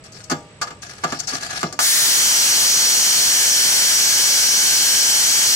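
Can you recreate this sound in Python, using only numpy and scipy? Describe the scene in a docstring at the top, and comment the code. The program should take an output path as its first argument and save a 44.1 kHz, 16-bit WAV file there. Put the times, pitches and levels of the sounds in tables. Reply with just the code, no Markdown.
"""Over a low yard rumble a gear hums faintly and chirps as the blade of a handheld wet saw coasts down.
Its steel shoe ticks, scrapes and knocks on a stone slab: bursts of coloured noise and decaying steel tones.
At 1.8 s the motor kicks in with a rush of fan noise, then the diamond blade grinds: a hiss that partly
repeats every turn, coloured by blade and guard, under a whine at multiples of the blade speed."""
import sys
import numpy as np
from scipy import signal
from scipy.fft import rfft, irfft
from scipy.io import wavfile

SR = 44100
rng = np.random.default_rng(int(sys.argv[2]) if len(sys.argv) > 2 else 0)


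def pcm_store(signal):
    """Save signal as 16-bit PCM."""
    levels = np.round(np.clip(np.atleast_2d(signal), -1, 1) * 32767)
    wavfile.write(sys.argv[1], SR, levels.astype(np.int16).T)


N = 244755
TIME = np.arange(N) / SR
FREQ = np.maximum(np.arange(N // 2 + 1) * SR / N, 1)
SWITCH_ON_S = 1.791
RUN_TIME = np.maximum(TIME - SWITCH_ON_S, 0)   # seconds since the switch was pressed

# Speed the motor holds against the cut. Each row: time [s], blade speed [turns per s].
HELD_SPEED = [(2.7, 63.6), (3.45, 61), (3.76, 61.3), (4.39, 59.9), (5.18, 61.1), (5.44, 61.9), (5.55, 63.1)]
# The two microphone ports hear the same sound out of step.
# Each row: frequency [Hz], phase by which the left leads [radians].
PORT_LEAD = [(100, 0), (900, .9), (1500, 2.4), (2300, 1.3), (3100, 1.3), (3600, 3.05), (4150, 3.2),
             (4500, 4.5), (4900, 4.4), (5750, 6.3), (6900, 5.6), (7900, 6.7), (8600, 10.8), (9300, 11.3),
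             (10300, 15.2), (11600, 14), (14000, 17.6)]
# Short resonances of the shoe and housing.
# Each row: frequency [Hz], width at half the lift [Hz], lift left [dB], lift right [dB].
SHOE_RESONANCES = [(756, 220, 4, 7), (1209, 146, 9.5, 8.5), (1437, 56, 8.5, 5.5), (1677, 120, 11.5, 9),
                   (4100, 52, 8.5, -12), (4370, 62, 9, -18), (4680, 120, 2, 14), (5495, 113, 13.5, -47),
                   (6150, 260, 8, 2), (6680, 120, 8.5, -7), (7260, 51, 13, -17)]
# Stereo tilt of the shoe. Each row: frequency [Hz], left minus right [dB].
SHOE_TILT = [(200, 0), (700, 0), (2400, -1.5), (4400, 8.5), (8000, 4), (15000, -1)]
# Stereo likeness of shoe and yard. Each row: frequency [Hz], left-right coherence [0-1].
SHOE_COHERENCE = [(60, 0.89), (290, 1), (640, 0.86), (1400, 0.22), (3100, 0.23), (7000, 0.12),
                  (15000, 0.21)]
# Bright colour of ticks and scratches. Each row: frequency [Hz], relative level [dB per Hz].
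TICK_COLOUR = [(1000, -33), (2500, -12), (3800, -9.5), (4700, 6), (5600, 1.5), (6500, 3.5), (7500, 1.5),
               (8600, -3.5), (11000, -12), (15500, -24)]


def from_db(db):
    """Decibels to gain."""
    return 10 ** (np.asarray(db) / 20)


def rms_one(x):
    """Scale to unit power."""
    return x / np.sqrt(np.mean(x ** 2) + 1e-20)


def in_time(rows):
    """A control curve at every sample."""
    return np.interp(TIME, *np.transpose(rows))


def over_hz(points):
    """A spectrum at every frequency, interpolated along log frequency."""
    hz, value = np.transpose(points)
    return np.interp(np.log(FREQ), np.log(hz), value)


def drift(rate):
    """Slow chance with spread 1: noise at twelve points a cycle, smoothed twice and run in."""
    points_per_s = 12 * max(rate, 1)   # rate in Hz
    count = int(points_per_s * N / SR) + 2
    r = np.exp(-2 * np.pi / 12)
    noise = rng.spawn(1)[0].standard_normal(count + 40)
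    slow = signal.lfilter([1], [1, -2 * r, r * r], noise)[40:]
    return rms_one(np.interp(TIME * points_per_s, np.arange(count), slow))


def white():
    """Two unrelated noises."""
    return rng.standard_normal((2, N))


def lifts(resonances):
    """Resonant humps in dB, for left and right."""
    total = 0
    for hz, width, left, right in resonances:
        hump = 1 / (1 + (2 * (FREQ - hz) / width) ** 4)
        total = total + np.array([[left], [right]]) * hump
    return total


def radiate(force, colour_db, likeness, pan):
    """Two unrelated forces ring through a body and reach both ports; the power is kept."""
    a, b = rfft(force)
    alike = np.clip(over_hz(likeness), 0, .99)
    tilt = over_hz(pan) / 2
    pair = np.sqrt(1 + alike) * a + np.sqrt(1 - alike) * b * [[1], [-1]]
    pair[1] *= np.exp(-1j * over_hz(PORT_LEAD))
    gain = rms_one(from_db(colour_db + np.array([tilt, -tilt])))
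    # minimum phase: a body rings only after it is pushed
    cepstrum = irfft(np.log(gain), N)
    phase = rfft(2 * cepstrum * (np.arange(N) < N // 2)).imag
    return irfft(pair * gain * np.exp(1j * phase), N) / np.sqrt(2)


def surge(sound, depth_db, rate):
    """As the contact point shifts, each ringing zone of the steel swells and ebbs on its own."""
    # Bands where the steel rings. Each row: low edge [Hz], high edge [Hz].
    ringing_bands = [(4100, 5800), (5400, 6000), (6150, 6900)]
    for low, high in ringing_bands:
        band = signal.butter(1, [low, high], "band", fs=SR, output="sos")
        zone = signal.sosfilt(band, sound)
        sound = sound + zone * (from_db(depth_db * drift(rate)) - 1)
    return sound


def yard_rumble(level_db=-44.5):
    """The open yard is a steady, mostly low noise whose level wavers slightly."""
    # Colour of the yard. Each row: frequency [Hz], relative level [dB per Hz].
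    yard_colour = [(25, -1), (60, 2.5), (130, 5.5), (300, -7.5), (450, -2.5), (650, -11), (1200, -13.5),
                   (2300, -12.5), (4400, -19.5), (7000, -26), (10000, -30), (14000, -75)]
    # Stereo tilt of the yard. Each row: frequency [Hz], left minus right [dB].
    yard_tilt = [(50, -0.5), (8000, -0.5)]
    rumble = radiate(white(), over_hz(yard_colour), SHOE_COHERENCE, yard_tilt)
    return from_db(level_db + 0.54 * drift(13)) * rumble


def blade_turns(coast_turns_per_s=53.5, coast_loss_turns_per_s2=6.0, start_turns_per_s=27, spin_up_s=0.21):
    """Angle of the blade in turns: it coasts, spins up, then follows the load and wavers."""
    coasting = coast_turns_per_s - coast_loss_turns_per_s2 * TIME
    held = in_time(HELD_SPEED)
    driven = held + (start_turns_per_s - held) * np.exp(-RUN_TIME / spin_up_s)
    speed = np.where(TIME < SWITCH_ON_S, coasting, driven)
    return np.cumsum(speed * (1 + 0.000793 * drift(7.95))) / SR


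def coasting_gear(turns, gear_multiple=12, level_db=-52, fade_db_per_s=10, octave_db=-6):
    """The gear hums faintly, as a tone and its octave, and sinks in pitch while the blade coasts."""
    level = from_db(level_db - fade_db_per_s * TIME + 2.5 * drift(12)) * (TIME < SWITCH_ON_S)
    angle = 2 * np.pi * gear_multiple * turns + .6 * drift(25)
    return level * (np.sin(angle) + from_db(octave_db) * np.sin(2 * angle))


def chirp(turns, centre_hz=7950, sweep_hz=800, level_db=-51.5, gone_s=1.71):
    """A faint falling squeak comes once a turn of the coasting blade, then fades out."""
    within = turns % 1
    hz = centre_hz + sweep_hz * (.5 - within) + 110 * drift(73)
    fade = np.clip((gone_s - TIME) / 0.32, 0, 1)
    pulse = np.sin(np.pi * within) ** 2 * fade
    return from_db(level_db + 2 * drift(19)) * pulse * np.sin(2 * np.pi * np.cumsum(hz) / SR)


def contacts(times, lengths, levels, rise, t60, tail_db, tail_t60):
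    """Envelope of contacts: each swells, holds for its length and dies with a weak tail from the yard."""
    power = np.zeros(N)
    age = TIME[:SR]   # each contact is followed for one second
    for s, length, db in zip(times, lengths, levels):
        start = int(s * SR)
        after = np.maximum(age - length, 0)
        body = np.exp(-np.log(1000) * after / t60)
        tail = from_db(tail_db) * np.exp(-np.log(1000) * after / tail_t60)
        swell = 1 - np.exp(-age / rise)
        power[start:start + SR] += (from_db(db) * swell * (body + tail)) ** 2
    return np.sqrt(power)


def slide(grain_db=4.0, judder_db=2.5):
    """Fine grit crunches under the shoe and sets it ringing; its edge scratches or ticks on the stone."""
    # Shoves of the shoe over gritty stone, and two light ticks (at 0.038 and 0.239 s).
    # Each row: start [s], length [s], rasp level [dB], level of the thin edge scratch [dB].
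    slide_rows = [(0.038, 0.0036, -39, -41.5), (0.12, 0.094, -46, -48), (0.239, .004, -51, -34.5),
                  (0.819, 0.01, -31, -34), (0.888, 0.02, -35.5, -49), (.96, 0.078, -41, -63),
                  (1.07, 0.074, -33, -47), (1.189, .016, -33.5, -25.5), (1.272, .039, -27, -26),
                  (1.336, .035, -28.5, -31), (1.408, 0.062, -29.5, -32.5), (1.496, 0.11, -27, -46),
                  (1.525, 0.015, -27.5, -37), (1.605, 0.011, -28.5, -30)]
    # Colour of the rasp. Each row: frequency [Hz], relative level [dB per Hz].
    rasp_colour = [(100, -14), (300, -12.5), (520, -17), (720, -8), (1000, -14), (1400, -7), (2000, -8),
                   (3500, -11), (5300, -11.5), (7500, -16), (10000, -18), (15000, -39)]
    times, lengths, rasp_db, scratch_db = np.transpose(slide_rows)
    rasp = contacts(times, lengths, rasp_db, rise=0.0071, t60=0.26, tail_db=-40, tail_t60=.3)
    # the scratch starts almost at once
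    scratch = contacts(times, lengths, scratch_db, rise=.0004, t60=0.039, tail_db=-17.0, tail_t60=0.79)
    out = 0
    for push, colour in [(rasp, rasp_colour), (scratch, TICK_COLOUR)]:
        roughness = from_db(grain_db * drift(1693) + judder_db * drift(60.2))
        force = rms_one(white() * roughness) * push
        out = out + radiate(force, over_hz(colour) + lifts(SHOE_RESONANCES), SHOE_COHERENCE, SHOE_TILT)
    return surge(out, depth_db=3.0, rate=20)


def knocks(ring_db=1.5):
    """The slab thuds, the housing clangs, the stone cracks and ticks, and the steel rings on."""
    # The shoe hits the slab. Each row: time [s], thud [dB], clang [dB], tick [dB],
    # sharp crack [dB], length of the contact [s].
    knock_rows = [(.298, -39, -27.5, -25, -32, 0.016), (.313, -19.5, -20.5, -25, -17, .0084),
                  (.614, -43, -24, -23.5, -20, 0.015), (.671, -49, -33.5, -39, -34, 0.0086),
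                  (.705, -40.5, -34.5, -43, -45, 0.0065), (1.037, -26, -18.5, -25, -20, 0.0075),
                  (1.123, -26, -25, -30, -4, 0.0059), (1.326, -31, -32.5, -39, -33, 0.01),
                  (1.631, -21, -22.5, -39, 4.5, .005), (1.726, -35, -35, -25, -15, 0.0009),
                  (1.791, -33, -15, -19, 9, 0.0091)]
    # Colours of thud and clang. Each row: frequency [Hz], relative level [dB per Hz].
    thud_colour = [(60, -19), (110, -26), (150, 4), (200, -7), (270, 3.5), (360, -1), (480, -10), (700, -8),
                   (1500, -43)]
    clang_colour = [(250, -31), (500, -16), (720, -2.5), (950, -3.5), (1200, 4), (1450, 1), (1700, -2.5),
                    (2100, -7.5), (2800, -5.5), (4000, -13.5), (8000, -37)]
    # Ringing of blade and shoe. Each row: frequency [Hz], level relative to the clang
    # before the ring trim and chance [dB], time to fall by 60 dB [s].
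    steel_modes = [(149.7, -21.5, 0.26), (352, -19.5, 0.25), (496, -18.5, 0.4), (610, -20, 0.44),
                   (696, -18, 0.45), (816, -18, 0.47), (934, -22, 0.5), (1180, -20.5, 0.55),
                   (1186, -6, 0.058), (1470, -7.5, 0.067), (1695, -24, 0.17), (2096, -14.5, 0.19),
                   (3460, -27, 0.3), (4680, -33, .1), (7360, -18, 0.17)]
    times, thud_db, clang_db, tick_db, crack_db, lengths = np.transpose(knock_rows)
    at = (times * SR).astype(int)
    crack = np.zeros((2, N))
    crack[0, at] = from_db(crack_db)   # single-sample blows
    thud = white() * contacts(times, lengths, thud_db, rise=0.0034, t60=0.12, tail_db=-15.5, tail_t60=0.42)
    clang = white() * contacts(times, lengths, clang_db, rise=0.00069, t60=0.059, tail_db=-8, tail_t60=0.24)
    tick = white() * contacts(times, lengths, tick_db, rise=0.00013, t60=0.046, tail_db=-17.5, tail_t60=0.41)
    parts = [(thud, thud_colour), (clang + 2 * crack, clang_colour), (tick + crack, TICK_COLOUR)]
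    out = np.zeros((2, N))
    for force, colour in parts:
        out += radiate(force, over_hz(colour) + lifts(SHOE_RESONANCES), SHOE_COHERENCE, SHOE_TILT)
    for hz, db, t60 in steel_modes:
        blows = np.zeros((2, N))
        chance_db = rng.normal(0, 1.7, (len(times), 2)).T
        blows[:, at] = from_db(clang_db + db + ring_db + chance_db)
        # two-pole resonator: every blow starts a decaying sine
        r = np.exp(-np.log(1000) / (t60 * SR))
        w = 2 * np.pi * hz / SR
        out += signal.lfilter([0, np.sin(w)], [1, -2 * r * np.cos(w), r * r], blows + 1e-18)
    return out


def rim_pattern(turns, size=600):
    """The same diamonds meet the stone on every turn; they wear and change slowly."""
    rims = signal.resample(rng.standard_normal((2, size)), size * 8, axis=1)
    place = np.linspace(0, 1, size * 8, endpoint=False)   # position round the rim in turns
    first, second = (np.interp(turns, place, rim, period=1) for rim in rims)
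    wear = 2.258 * TIME + .5 * drift(2.2)   # radians, crossfades the two patterns
    return rms_one(first * np.cos(wear) + second * np.sin(wear))


def blade_whine(turns, waver_db=2.5, pan_db=1.5):
    """Gear and rim whine as wavering sines at multiples of the blade speed."""
    # Each row: multiple of the blade speed, relative level [dB].
    whine_tones = [(12, -41), (14, -32.5), (25, -26), (26, -29), (27, -27), (28, -30.5), (29, -27),
                   (33, -36), (37, -32), (45, -34), (50, -33), (52, -32)]
    mean_speed = np.mean(HELD_SPEED, axis=0)[1]
    tones = 0
    for multiple, db in whine_tones:
        port_lag = np.interp(multiple * mean_speed, FREQ, over_hz(PORT_LEAD))
        angle = 2 * np.pi * (multiple * turns + rng.random()) - np.array([[0], [port_lag]])
        level = np.sqrt(2) * from_db(db + waver_db * drift(4.47))
        tones = tones + level * np.sin(angle + 0.28 * drift(11.3))
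    return tones * from_db([[pan_db], [-pan_db]])


def saw(turns, repeating=0.38, grit_db=1.5, wobble_db=0.6):
    """The fan rushes at once; grinding and whine take over as the blade bites."""
    # Rush of fan and brushes, and grinding of stone.
    # Each row: frequency [Hz], relative level [dB per Hz].
    fan_colour = [(100, -29), (600, -23.5), (1200, -13), (1750, -2.5), (2700, -12.5), (3900, 1),
                  (4800, -1.5), (6200, 0), (7500, -2), (9500, -3), (12500, -10.5), (15500, -11.5)]
    grind_colour = [(100, -31), (400, -24), (800, -15.5), (1200, -21), (2000, -12.5), (2600, -12.5),
                    (3550, -9), (4000, -6.5), (5200, -4), (7000, -4.5), (8500, -7), (11000, -12.5),
                    (13000, -15.5), (15800, -26.5)]
    # Resonances of blade and guard.
    # Each row: frequency [Hz], width at half the lift [Hz], lift left [dB], lift right [dB].
    guard_resonances = [(1573, 330, -11, 7), (1530, 760, 5.5, 3), (2297, 48, 4, 5), (3158, 270, 2, 7),
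                        (4270, 560, 1, 0), (4308, 224, 3.5, 8), (4830, 450, 3, 1.5), (5420, 310, 1.5, 0),
                        (5788, 440, 7, 8.5), (5990, 159, -13.5, -3.5), (6430, 400, 4.5, 4),
                        (7030, 170, 3, -0.5), (7810, 210, 4.5, 2.5), (9380, 400, -1, 2)]
    # Stereo tilt of the saw. Each row: frequency [Hz], left minus right [dB].
    saw_tilt = [(100, 18.5), (1000, 1), (3000, -0.5), (6500, 6.5), (8500, -2), (11000, 3), (13000, -4),
                (15500, -5.5)]
    # Stereo likeness of the saw. Each row: frequency [Hz], left-right coherence [0-1].
    saw_coherence = [(100, 1), (900, 0.29), (1900, 0.35), (3100, 0.88), (3350, 0.54), (3700, 0.81),
                     (4000, 0.85), (4500, 0.89), (5800, 0.68), (7000, 0.49), (8600, 0.62), (9900, 0.57),
                     (11000, 0.18), (15000, 0.26)]

    # the blade sinks in until grinding has this share of the hiss power
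    bite_at_s, bite_takes_s, full_bite = 2.01, 0.25, 0.948
    bite = np.clip((TIME - bite_at_s) / bite_takes_s, 0, 1) * full_bite

    high_pass = signal.butter(2, 1200, "high", fs=SR, output="sos")
    rim = signal.sosfilt(high_pass, [rim_pattern(turns), rim_pattern(turns)])
    force = np.sqrt(repeating) * rim + np.sqrt(1 - repeating) * white()
    # grains break off unevenly, and the blade rubs harder once and twice a turn
    wobble = np.sin(2 * np.pi * turns) + np.sin(2 * np.pi * 2 * turns)
    force *= from_db(grit_db * drift(400) + wobble_db * wobble)
    grind = radiate(force, over_hz(grind_colour) + lifts(guard_resonances), saw_coherence, saw_tilt)
    grind = surge(grind, depth_db=1.28, rate=7)
    fan = radiate(white(), over_hz(fan_colour), saw_coherence, saw_tilt)
    whine = blade_whine(turns) * bite ** 2

    # the saw swells from the start, then eases as the blade sinks into the slot
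    saw_db, start_loss_db, swell_s, ease_db_per_s = 2, 17, 0.13, 0.96
    level_db = saw_db - start_loss_db * np.exp(-RUN_TIME / swell_s) - ease_db_per_s * RUN_TIME
    running = np.clip(RUN_TIME / 0.0041, 0, 1) * from_db(level_db)
    return running * (np.sqrt(bite) * grind + np.sqrt(1 - bite) * fan + whine)


def scene():
    """Saw and slab over the low rumble of the yard."""
    turns = blade_turns()
    background = yard_rumble() + coasting_gear(turns) + chirp(turns)
    return background + slide() + knocks() + saw(turns)


def record(dry, top=0.53, limit_db=-14.0, attack_s=0.0015, release_db_per_s=25, low_cut_hz=65,
           high_cut_hz=15720):
    """The microphone overloads, gain control holds the level, and both ends of the spectrum are cut."""
    # soft clipping at twice the sample rate
    loud = signal.resample_poly(dry, 2, 1, axis=1)
    clipped = signal.resample_poly(top * np.tanh(loud / top), 1, 2, axis=1)
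    low_cut = signal.butter(2, low_cut_hz, "high", fs=SR, output="sos")
    clipped = signal.sosfilt(low_cut, clipped)
    keep = np.exp(-1 / (attack_s * SR))
    power = signal.lfilter([1 - keep], [1, -keep], np.mean(clipped ** 2, axis=0))
    over = np.maximum(10 * np.log10(power + 1e-12) - limit_db, 0)
    # the gain reduction lets go at a steady rate in dB
    release = release_db_per_s * TIME
    held = np.maximum.accumulate(over + release) - release
    high_cut = signal.ellip(12, .1, 80, high_cut_hz, fs=SR, output="sos")
    return signal.sosfilt(high_cut, clipped * from_db(-held))


dry = scene()
out = record(dry)
pcm_store(out)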